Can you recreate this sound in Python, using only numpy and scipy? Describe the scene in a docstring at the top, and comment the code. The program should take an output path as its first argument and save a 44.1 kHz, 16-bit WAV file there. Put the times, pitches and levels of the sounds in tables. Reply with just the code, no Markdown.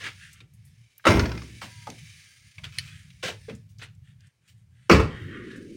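"""Two doors of a small car slam in a narrow brick lane, an arm's length from a hand-held phone.
Shoes scuff, a sleeve swishes and grit ticks over handling rumble and faint hiss. At 1 s the front door
slams: latch strike, landing on the frame, ringing panels, cabin boom, then loose parts rattling.
Knocks and a faint whine follow; the rear handle clicks at 2.8 s and the open door is bumped at 3.5 s.
At 4.9 s the rear door slams, then fingers rub the phone."""
import sys
import numpy as np
from scipy import signal
from scipy.fft import rfft, irfft, next_fast_len
from scipy.io import wavfile

SR = 44100
rng = np.random.default_rng(int(sys.argv[2]) if len(sys.argv) > 2 else 0)


def wrap_up_sound(samples):
    """Save the sound to the file named by the first command line argument, as 16-bit audio."""
    columns = np.atleast_2d(samples).T
    # keep every value between -1 and 1, then stretch to whole-number steps
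    tamed = np.clip(columns, -1, 1)
    steps = np.round(tamed * 32767).astype(np.int16)
    wavfile.write(sys.argv[1], SR, steps)


N = 254181
TIME_S = np.arange(N) / SR
AGE_S = TIME_S[:SR]  # 1 s from an onset

# rear door panel modes [f/Hz, level/dB, t60/s]
REAR_MODES = [(114, -14, 0.217), (157, -8, 0.49), (213, -3, 0.23), (262.6, -3, 0.2), (295.6, -3, 0.15),
              (332, -1.5, 0.06), (413, -10.5, 0.26), (447.5, 5.5, 0.31), (527.7, -4, 0.26),
              (598, -6.5, 0.19), (870, -12.5, 0.23), (1087, -6, 0.16), (1250, -7, 0.17), (1255, -8.5, 0.19),
              (1390, -13.5, 0.25), (1850, -16, 0.26), (2225, -18, 0.21), (2280, -19.5, 0.16),
              (2390, -18, 0.17), (2620, -13, 0.12), (3320, -26, 0.18)]


def amp(db):
    """Decibels to gain."""
    return 10 ** (np.asarray(db) / 20)


def add(track, t_s, sound):
    """Mix a sound into a track from t_s on."""
    start = max(int(t_s * SR), 0)
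    part = sound[:max(N - start, 0)]
    track[start:start + len(part)] += part


def along(points, hz):
    """Interpolate [f/Hz, value] points over log frequency."""
    f_hz, value = np.transpose(points)
    return np.interp(np.log(np.maximum(hz, 1)), np.log(f_hz), value)


def tilted(colour, db_per_oct):
    """Spectrum tilted about 2 kHz."""
    return [(hz, db + db_per_oct * np.log2(hz / 2000)) for hz, db in colour]


def noise(colour, size, patchy_db=5.5, width_hz=85):
    """Coloured noise, rms 1, with random resonances about width_hz wide."""
    hz = np.arange(size // 2 + 1) * SR / size
    ripple = np.interp(hz / width_hz, np.arange(1024), rng.standard_normal(1024))
    db = along(colour, hz) + patchy_db * ripple * np.minimum(hz / 700, 1)  # long waves pass evenly
    x = irfft(amp(db) * np.exp(2j * np.pi * rng.random(len(hz))), size)
    return x / x.std()


def grain(size, rate_hz, depth_db):
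    """Uneven contact: random gain, rms 1, moving at rate_hz."""
    steps = np.arange(size) * rate_hz / SR
    gain = amp(depth_db * np.interp(steps, np.arange(size // 8), rng.standard_normal(size // 8)))
    return gain / np.sqrt(np.mean(gain ** 2))


def stream(colour, size, rate_hz, depth_db, patchy_db):
    """Sustained grainy noise; three crossfading voices shift its resonances."""
    weights = np.array([grain(size, 7, 9) for _ in range(3)])
    fft_size = next_fast_len(size, real=True)
    voices = np.array([noise(colour, fft_size, patchy_db)[:size] for _ in range(3)])
    blend = np.sum(weights * voices, axis=0) / np.sqrt(np.sum(weights ** 2, axis=0))
    return blend * grain(size, rate_hz, depth_db)


def fade(t60_s, rise_s):
    """Impact envelope: quick rise, exponential fall."""
    return (1 - np.exp(-AGE_S / rise_s)) * np.exp(-np.log(1000) * AGE_S / t60_s)


def ring(modes, rise_s, detune):
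    """Damped modes; each blow lands elsewhere and shifts them slightly."""
    out = np.zeros(SR)
    for k, (hz, db, t60_s) in enumerate(modes):
        shifted_hz = hz * (1 + detune * rng.standard_normal())
        out += (-1) ** k * amp(db) * fade(t60_s, rise_s) * np.sin(2 * np.pi * shifted_hz * AGE_S)
    return out


def contact(hz, t60_s):
    """Brief contact: one broad damped resonance, faint tail from the lane."""
    hump = [(hz / 8, -36), (hz / 1.9, -12), (hz, 0), (hz * 1.7, -15), (hz * 4, -34), (hz * 30, -70)]
    return noise(hump, SR) * (fade(t60_s, t60_s / 90) + amp(-25) * fade(0.17, 0.019))


def background():
    """Lumpy rumble of the hand on the phone, swelling hiss, steady outdoor air."""
    # spectra [f/Hz, level/dB]
    rumble_colour = [(20, -38.5), (40, -20), (65, -7), (108, 4.5), (155, -3.5), (210, -17.5), (300, -41.5),
                     (600, -55)]
    hiss_colour = [(200, -13), (700, -27), (1100, -20.5), (1600, -3), (2200, 2.5), (4000, -3.5), (6300, -3),
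                   (7800, -11), (9500, -6.5), (11500, -23), (15000, -18.5)]
    air_colour = [(100, -2), (300, -7.5), (700, -13), (1500, -14.5), (4000, -23), (9000, -21),
                  (15000, -32.5)]
    # envelopes [t/s, level/dB]
    rumble_level = [(0, -49), (.86, -56), (.9, -77), (1.5, -50), (2.03, -47), (2.35, -69), (2.47, -50),
                    (2.55, -73.5), (2.58, -45.5), (2.82, -44), (3.08, -52), (3.52, -46.5), (3.7, -49.5),
                    (4.1, -48.5), (4.28, -56.5), (4.31, -80), (4.56, -53.5), (4.86, -55), (5.22, -41.5),
                    (5.5, -55), (5.76, -58)]
    hiss_level = [(0, -55), (.34, -58.5), (.46, -76.5), (.68, -68.5), (1.02, -67), (1.45, -53), (2.15, -53),
                  (2.55, -61), (2.82, -57.5), (3.12, -63), (3.5, -59.5), (3.66, -76.5), (4.7, -81.5),
                  (5.25, -70), (5.76, -59.5)]
    rumble = stream(rumble_colour, N, rate_hz=9.5, depth_db=1.5, patchy_db=1)
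    rumble *= amp(np.interp(TIME_S, *np.transpose(rumble_level)))
    hiss = stream(hiss_colour, N, rate_hz=120, depth_db=1.4, patchy_db=3.5)
    hiss *= amp(np.interp(TIME_S, *np.transpose(hiss_level)))
    return rumble + hiss + amp(-78.5) * noise(air_colour, N, patchy_db=0)


def scuffs():
    """Grit crunches under a sliding sole, then dies away in the lane."""
    # shoe slides [t/s, length/s, level/dB, tilt/(dB/oct)]
    slides = [(0, 0.038, -41, -1.5), (0.037, 0.04, -35, -2), (1.611, 0.03, -41, 1.5),
              (2.634, 0.0088, -39.5, -1.5), (2.719, 0.17, -51, 2), (3.226, 0.06, -31.5, -0.1),
              (3.485, 0.011, -45, -3), (3.688, 0.017, -66, 10), (3.791, 0.021, -52.5, -1.5),
              (3.814, 0.015, -41, -3), (4.475, 0.021, -59, 6)]
    # grit spectrum [f/Hz, level/dB]
    grit_colour = [(200, -11.5), (500, -9), (850, -13.5), (1500, 1.5), (2700, 3), (4200, -3.5),
                   (6500, -9.5), (9500, -16.5), (11500, -29.5), (15000, -24)]
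    out = np.zeros(N)
    for t_s, length_s, db, db_per_oct in slides:
        envelope = (1 - np.exp(-AGE_S / 0.0038)) * np.exp(-np.maximum(AGE_S - length_s, 0) / 0.026)
        grit = noise(tilted(grit_colour, db_per_oct), SR, patchy_db=3)
        add(out, t_s, amp(db) * envelope * grit * grain(SR, rate_hz=695, depth_db=1.5))
    return out


def sleeve():
    """Cloth rustles with arm speed, one bell curve per move."""
    # arm moves [peak t/s, length/s, level/dB, tilt/(dB/oct)]
    moves = [(0.057, 0.046, -38, -1), (0.247, 0.071, -48.5, 3.5), (0.378, 0.093, -61.5, 2),
             (2.929, 0.16, -53.5, 5), (3.837, 0.029, -48.5, 6), (4.088, 0.067, -65.5, 4.5),
             (4.25, 0.068, -64.5, 3.5), (4.483, 0.067, -68.5, 4.5), (4.596, 0.055, -75, 9.5),
             (4.848, 0.15, -67.5, 5), (5.17, 0.19, -47, -3), (5.362, 0.13, -44, -5.5),
             (5.52, 0.14, -49, -1.5)]
    # cloth spectrum [f/Hz, level/dB]
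    cloth_colour = [(600, -52), (950, -20.5), (1300, -1), (1700, 8.5), (2300, 1.5), (3200, -1.5),
                    (5000, -17), (9000, -18), (15000, -50)]
    out = np.zeros(N)
    for peak_s, length_s, db, db_per_oct in moves:
        start_s = max(peak_s - 0.5, 0)
        speed = np.exp(-2 * ((start_s + AGE_S - peak_s) / length_s) ** 2)
        rustle = stream(tilted(cloth_colour, db_per_oct), SR, rate_hz=330, depth_db=1.5, patchy_db=5)
        add(out, start_s, amp(db) * speed * rustle)
    return out


def ticks():
    """Tiny hard contacts with no body behind them."""
    # lock and grit ticks [t/s, level/dB, f/Hz, t60/s]
    hits = [(.329, -47, 8500, 0.062), (0.535, -62, 10100, 0.13), (0.648, -60.5, 10200, 0.21),
            (.98, -39, 14500, 0.018), (0.996, -51.5, 2040, 0.044), (1.871, -41, 4500, .035),
            (1.9015, -29.5, 4100, 0.017), (2.642, -32.5, 3560, 0.029), (2.651, -32, 3030, 0.021),
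            (3.103, -49, 3250, 0.045), (3.497, -34.5, 2100, 0.031), (3.55, -52.5, 7000, 0.059),
            (3.784, -51.5, 5260, 0.066), (3.95, -64, 7100, .027), (4.206, -54.5, 5030, 0.017),
            (4.269, -61, 7100, .044), (5.513, -47, 3200, .07), (5.559, -57.5, 7500, 0.13)]
    out = np.zeros(N)
    for t_s, db, hz, t60_s in hits:
        add(out, t_s, amp(db) * contact(hz, t60_s))
    return out


def knocks():
    """Tap, hollow body, dull thud: the lower the part, the later and longer."""
    # hand and foot knocks [t/s, tap/dB, tap f/Hz, body/dB, body f/Hz, thud/dB]
    hits = [(0.404, -45, 2730, -58, 338, -63), (1.617, -32.5, 1230, -41.5, 724, -44.5),
            (1.87, -32.5, 1000, -40.5, 610, -38.5), (2.582, -37.5, 2380, -59, 920, -72),
            (3.231, -29.5, 1430, -32.5, 480, -39), (3.286, -37.5, 704, -37, 510, -54.5),
            (3.483, -51, 1800, -44, 450, -33.5)]
    out = np.zeros(N)
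    for t_s, tap_db, tap_hz, body_db, body_hz, thud_db in hits:
        add(out, t_s, amp(tap_db) * contact(tap_hz, t60_s=0.06))
        add(out, t_s + 0.00301, amp(body_db) * contact(body_hz, t60_s=0.21))
        add(out, t_s + 0.02, amp(thud_db) * contact(hz=197, t60_s=0.24))
    return out


def clatter(colour, decay):
    """Dense panel modes, each octave with its own decay."""
    spectrum = rfft(noise(colour, SR))  # 1 Hz bins
    octave = np.log2(np.clip(np.arange(len(spectrum)), 64, 16384))
    out = np.zeros(SR)
    for k in range(6, 15):
        band = irfft(spectrum * np.maximum(1 - abs(octave - k), 0), SR)
        out += band * fade(along(decay, 2 ** k), rise_s=0.002)
    return out


def slam(blows, modes, crack_colour, panel_colour, decay, crack_t60_s, buzz_db):
    """Door meets latch and frame in several blows; each cracks, buzzes the trim, rings the panels."""
    out = np.zeros(N)
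    for t_s, crack_db, clatter_db, ring_db, low_cut_hz in blows:
        crack = amp(crack_db) * noise(crack_colour, SR) * fade(crack_t60_s, rise_s=0.0006)
        panels = amp(clatter_db) * clatter(panel_colour, decay)
        buzz = grain(SR, rate_hz=350, depth_db=buzz_db)
        ringing = amp(ring_db) * ring(modes, rise_s=0.002, detune=0.0043)
        # the light latch moves no bass; the whole door landing does
        low_cut = signal.butter(2, low_cut_hz, "high", fs=SR, output="sos")
        add(out, t_s, signal.sosfilt(low_cut, crack + panels * buzz + ringing))
    return out


def front_door():
    """First slam: seven blows, longer panel ring."""
    # latch and frame blows [t/s, crack/dB, clatter/dB, ring/dB, low cut/Hz]
    blows = [(1.041, -37, -60.5, -65, 891), (1.052, -16.5, -21.5, -25, 346), (1.0672, -7, -15, -19.5, 230),
             (1.079, -19, -25.5, -29.5, 117.6), (1.099, -27, -24, -24, 50), (1.137, -25.5, -29, -30, 50),
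             (1.167, -45, -32.5, -30.5, 50.4)]
    # panel modes [f/Hz, level/dB, t60/s]
    modes = [(117.5, 2.5, 0.81), (185, -2, .45), (227, -4.5, 0.51), (279, -5.5, 0.46), (316.4, -1.5, .35),
             (344.7, -2.5, 0.47), (394.6, -3, 0.31), (512, -14, 0.36), (575, -3.5, 0.2), (648, -10.5, .35),
             (893, -8.5, 0.28), (964, -13, 0.44), (1093, -10.5, .32), (1330, -11.5, 0.57),
             (1645, -12.5, 0.14), (1922, -13.5, .4), (2101, -12.5, 0.56), (2300, -11, 0.24),
             (2650, -16.5, .35), (3160, -19, 0.19)]
    # metal crack and panel clatter spectra [f/Hz, level/dB]
    crack_colour = [(150, -13.5), (350, -5.5), (600, 7.5), (800, -3), (1150, 7.5), (2100, -7.5),
                    (3200, -9.5), (5500, -27.5), (9500, -31.5), (12000, -44.5), (15000, -41.5)]
    panel_colour = [(60, -20.5), (150, 4), (330, 3), (700, -11), (1200, -13), (2300, -12), (4200, -21.5),
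                    (5800, -22), (7800, -33), (9500, -31), (11500, -47.5), (15000, -39)]
    # clatter decay [f/Hz, t60/s]
    decay = [(100, 0.99), (350, 0.63), (900, .48), (2500, 0.46), (6000, 0.23), (14000, 0.72)]
    return slam(blows, modes, crack_colour, panel_colour, decay, crack_t60_s=0.1, buzz_db=2.5)


def cabin():
    """Each door rocks on its rubber seal and pumps the cabin air."""
    # air booms [t/s, f/Hz, level/dB, t60/s]
    booms = [(1.086, 95, -7, 0.12), (1.147, 64, -9, 0.1), (1.181, 82.5, -7, 0.083),
             (1.226, 75, -4.5, 0.055), (1.268, 66, -26.5, 0.66), (4.9089, 180, 3, 0.033),
             (4.941, 77.4, 6.5, 0.034), (4.995, 72.7, -15, 0.22)]
    out = np.zeros(N)
    for t_s, hz, db, t60_s in booms:
        add(out, t_s, amp(db) * fade(t60_s, rise_s=0.0056) * np.sin(2 * np.pi * hz * AGE_S))
    return out


def rattles():
    """Loose glass and lock rods strike as the front door shakes."""
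    # strikes [t/s, level/dB]
    strikes = [(1.1943, -14), (1.2553, -23), (1.292, -36), (1.3165, -28.5), (1.3513, -37), (1.376, -31),
               (1.418, -36)]
    # rattle spectrum [f/Hz, level/dB]
    colour = [(400, -1), (1000, -3), (2200, -1.5), (3600, -9.5), (5400, -6.5), (7500, -22), (9500, -30),
              (15000, -56)]
    envelope = fade(0.03, 0.0011) + amp(-16) * fade(0.28, 0.0083)
    out = np.zeros(N)
    for t_s, db in strikes:
        add(out, t_s, amp(db) * noise(colour, SR) * envelope)
    return out


def whine():
    """Faint, slightly unsteady tone: fades in, holds, fades out."""
    start_s, length_s, edge_s = 1.64, 0.24, 0.02
    hz = 962 * grain(N, rate_hz=55, depth_db=0.11)
    age_s = TIME_S - start_s
    envelope = np.clip(np.minimum(age_s, length_s - age_s) / edge_s, 0, 1)
    return amp(-62) * envelope * np.sin(2 * np.pi * np.cumsum(hz) / SR)


def handle():
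    """The rear handle snaps back; the brick wall echoes each click."""
    # clicks [t/s, level/dB]
    clicks = [(2.7853, -16), (2.7892, -36), (3.236, -36)]
    # snap spectrum [f/Hz, level/dB]
    snap_colour = [(800, -37), (1300, -19), (2100, 6), (3400, -6), (4500, 6.5), (7500, -18), (9600, -9),
                   (12000, -24), (15000, -28)]
    # handle modes [f/Hz, level/dB, t60/s]
    modes = [(1820, -8, 0.023), (2224, -5, 0.019), (3004, -16, 0.066), (4000, -8, 0.015), (4200, -5, 0.029),
             (5230, -14, 0.013), (6090, -17.5, 0.023), (9460, -2.5, 0.0042), (13700, -24.5, 0.015)]
    echo_s, echo_db = 0.0083, -13.5
    envelope = fade(0.012, 0.00032) + amp(-18.5) * fade(0.11, 0.0011)
    out = np.zeros(N)
    for t_s, db in clicks:
        snap = noise(snap_colour, SR, patchy_db=1) * envelope
        ringing = amp(-0.5) * ring(modes, rise_s=0.00023, detune=0.0073)
        click = amp(db) * (snap + ringing)
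        add(out, t_s, click)
        add(out, t_s + echo_s, amp(echo_db) * click)
    return out


def bumps():
    """Soft pushes wake the open rear door's middle modes; the hand halves their ring time."""
    # pushes [t/s, level/dB]
    pushes = [(3.482, -33), (3.501, -37)]
    push_colour = [(170, -17.5), (450, -3), (600, -6), (1200, -31)]  # [f/Hz, level/dB]
    damped = [(hz, db + along(push_colour, hz), t60_s / 2) for hz, db, t60_s in REAR_MODES]
    out = np.zeros(N)
    for t_s, db in pushes:
        add(out, t_s, amp(db) * ring(damped, rise_s=0.0024, detune=0.0031))
    return out


def rear_door():
    """Second slam: six blows, shorter ring, less trim buzz."""
    # latch and frame blows [t/s, crack/dB, clatter/dB, ring/dB, low cut/Hz]
    blows = [(4.8935, -36, -54, -41, 202), (4.8968, -4.5, -15, -16, 367), (4.9112, -9, -8.5, -23, 60),
             (4.9455, -20, -19.5, -20, 49.6), (4.996, -20, -26, -23, 50), (5.033, -34, -36, -34.5, 200)]
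    # metal crack and panel clatter spectra [f/Hz, level/dB]
    crack_colour = [(150, -6), (350, 10), (600, -19), (950, -7), (1250, 4), (1650, -16), (2450, -3),
                    (3300, -28), (5300, -22), (9000, -36), (11500, -47), (15000, -42)]
    panel_colour = [(60, 5.5), (150, 2), (430, -0.5), (720, -16.5), (1250, -13), (1700, -14), (2200, -10.5),
                    (3300, -20.5), (5500, -25.5), (9000, -36.5), (11300, -46), (15000, -43)]
    # clatter decay [f/Hz, t60/s]
    decay = [(100, 0.53), (350, 0.34), (900, 0.44), (2500, 0.21), (6000, 0.32), (14000, 0.17)]
    return slam(blows, REAR_MODES, crack_colour, panel_colour, decay, crack_t60_s=0.092, buzz_db=1)


def grip():
    """Fingers rub the phone's case: pressure builds, then slowly eases."""
    # rubbing spectrum [f/Hz, level/dB]
    colour = [(100, -7), (200, 3.5), (380, 2), (520, -11), (700, -36.5), (1000, -72)]
    start_s, attack_s, ease_db_per_s = 5.12, 0.22, 6
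    age_s = np.maximum(TIME_S - start_s, 0)
    pressure = np.minimum(age_s / attack_s, 1) * amp(-40 - ease_db_per_s * age_s)
    return pressure * stream(colour, N, rate_hz=32, depth_db=-0.8, patchy_db=7)


def scene():
    """Mono sum at the microphone."""
    slams = front_door() + rear_door() + cabin() + rattles()
    small_sounds = handle() + knocks() + ticks() + bumps() + scuffs() + whine()
    return (slams + small_sounds + background() + grip() + sleeve())[None]


def record(dry):
    """Phone: low cut, soft clip, high cut."""
    low_cut_hz, high_cut_hz = 42, 16000
    thin = signal.sosfilt(signal.butter(2, low_cut_hz, "high", fs=SR, output="sos"), dry)
    rounded = thin / (1 + thin ** 6) ** (1 / 6)
    return signal.sosfilt(signal.ellip(10, 0.2, 80, high_cut_hz, fs=SR, output="sos"), rounded)


dry = scene()
out = record(dry)
wrap_up_sound(out)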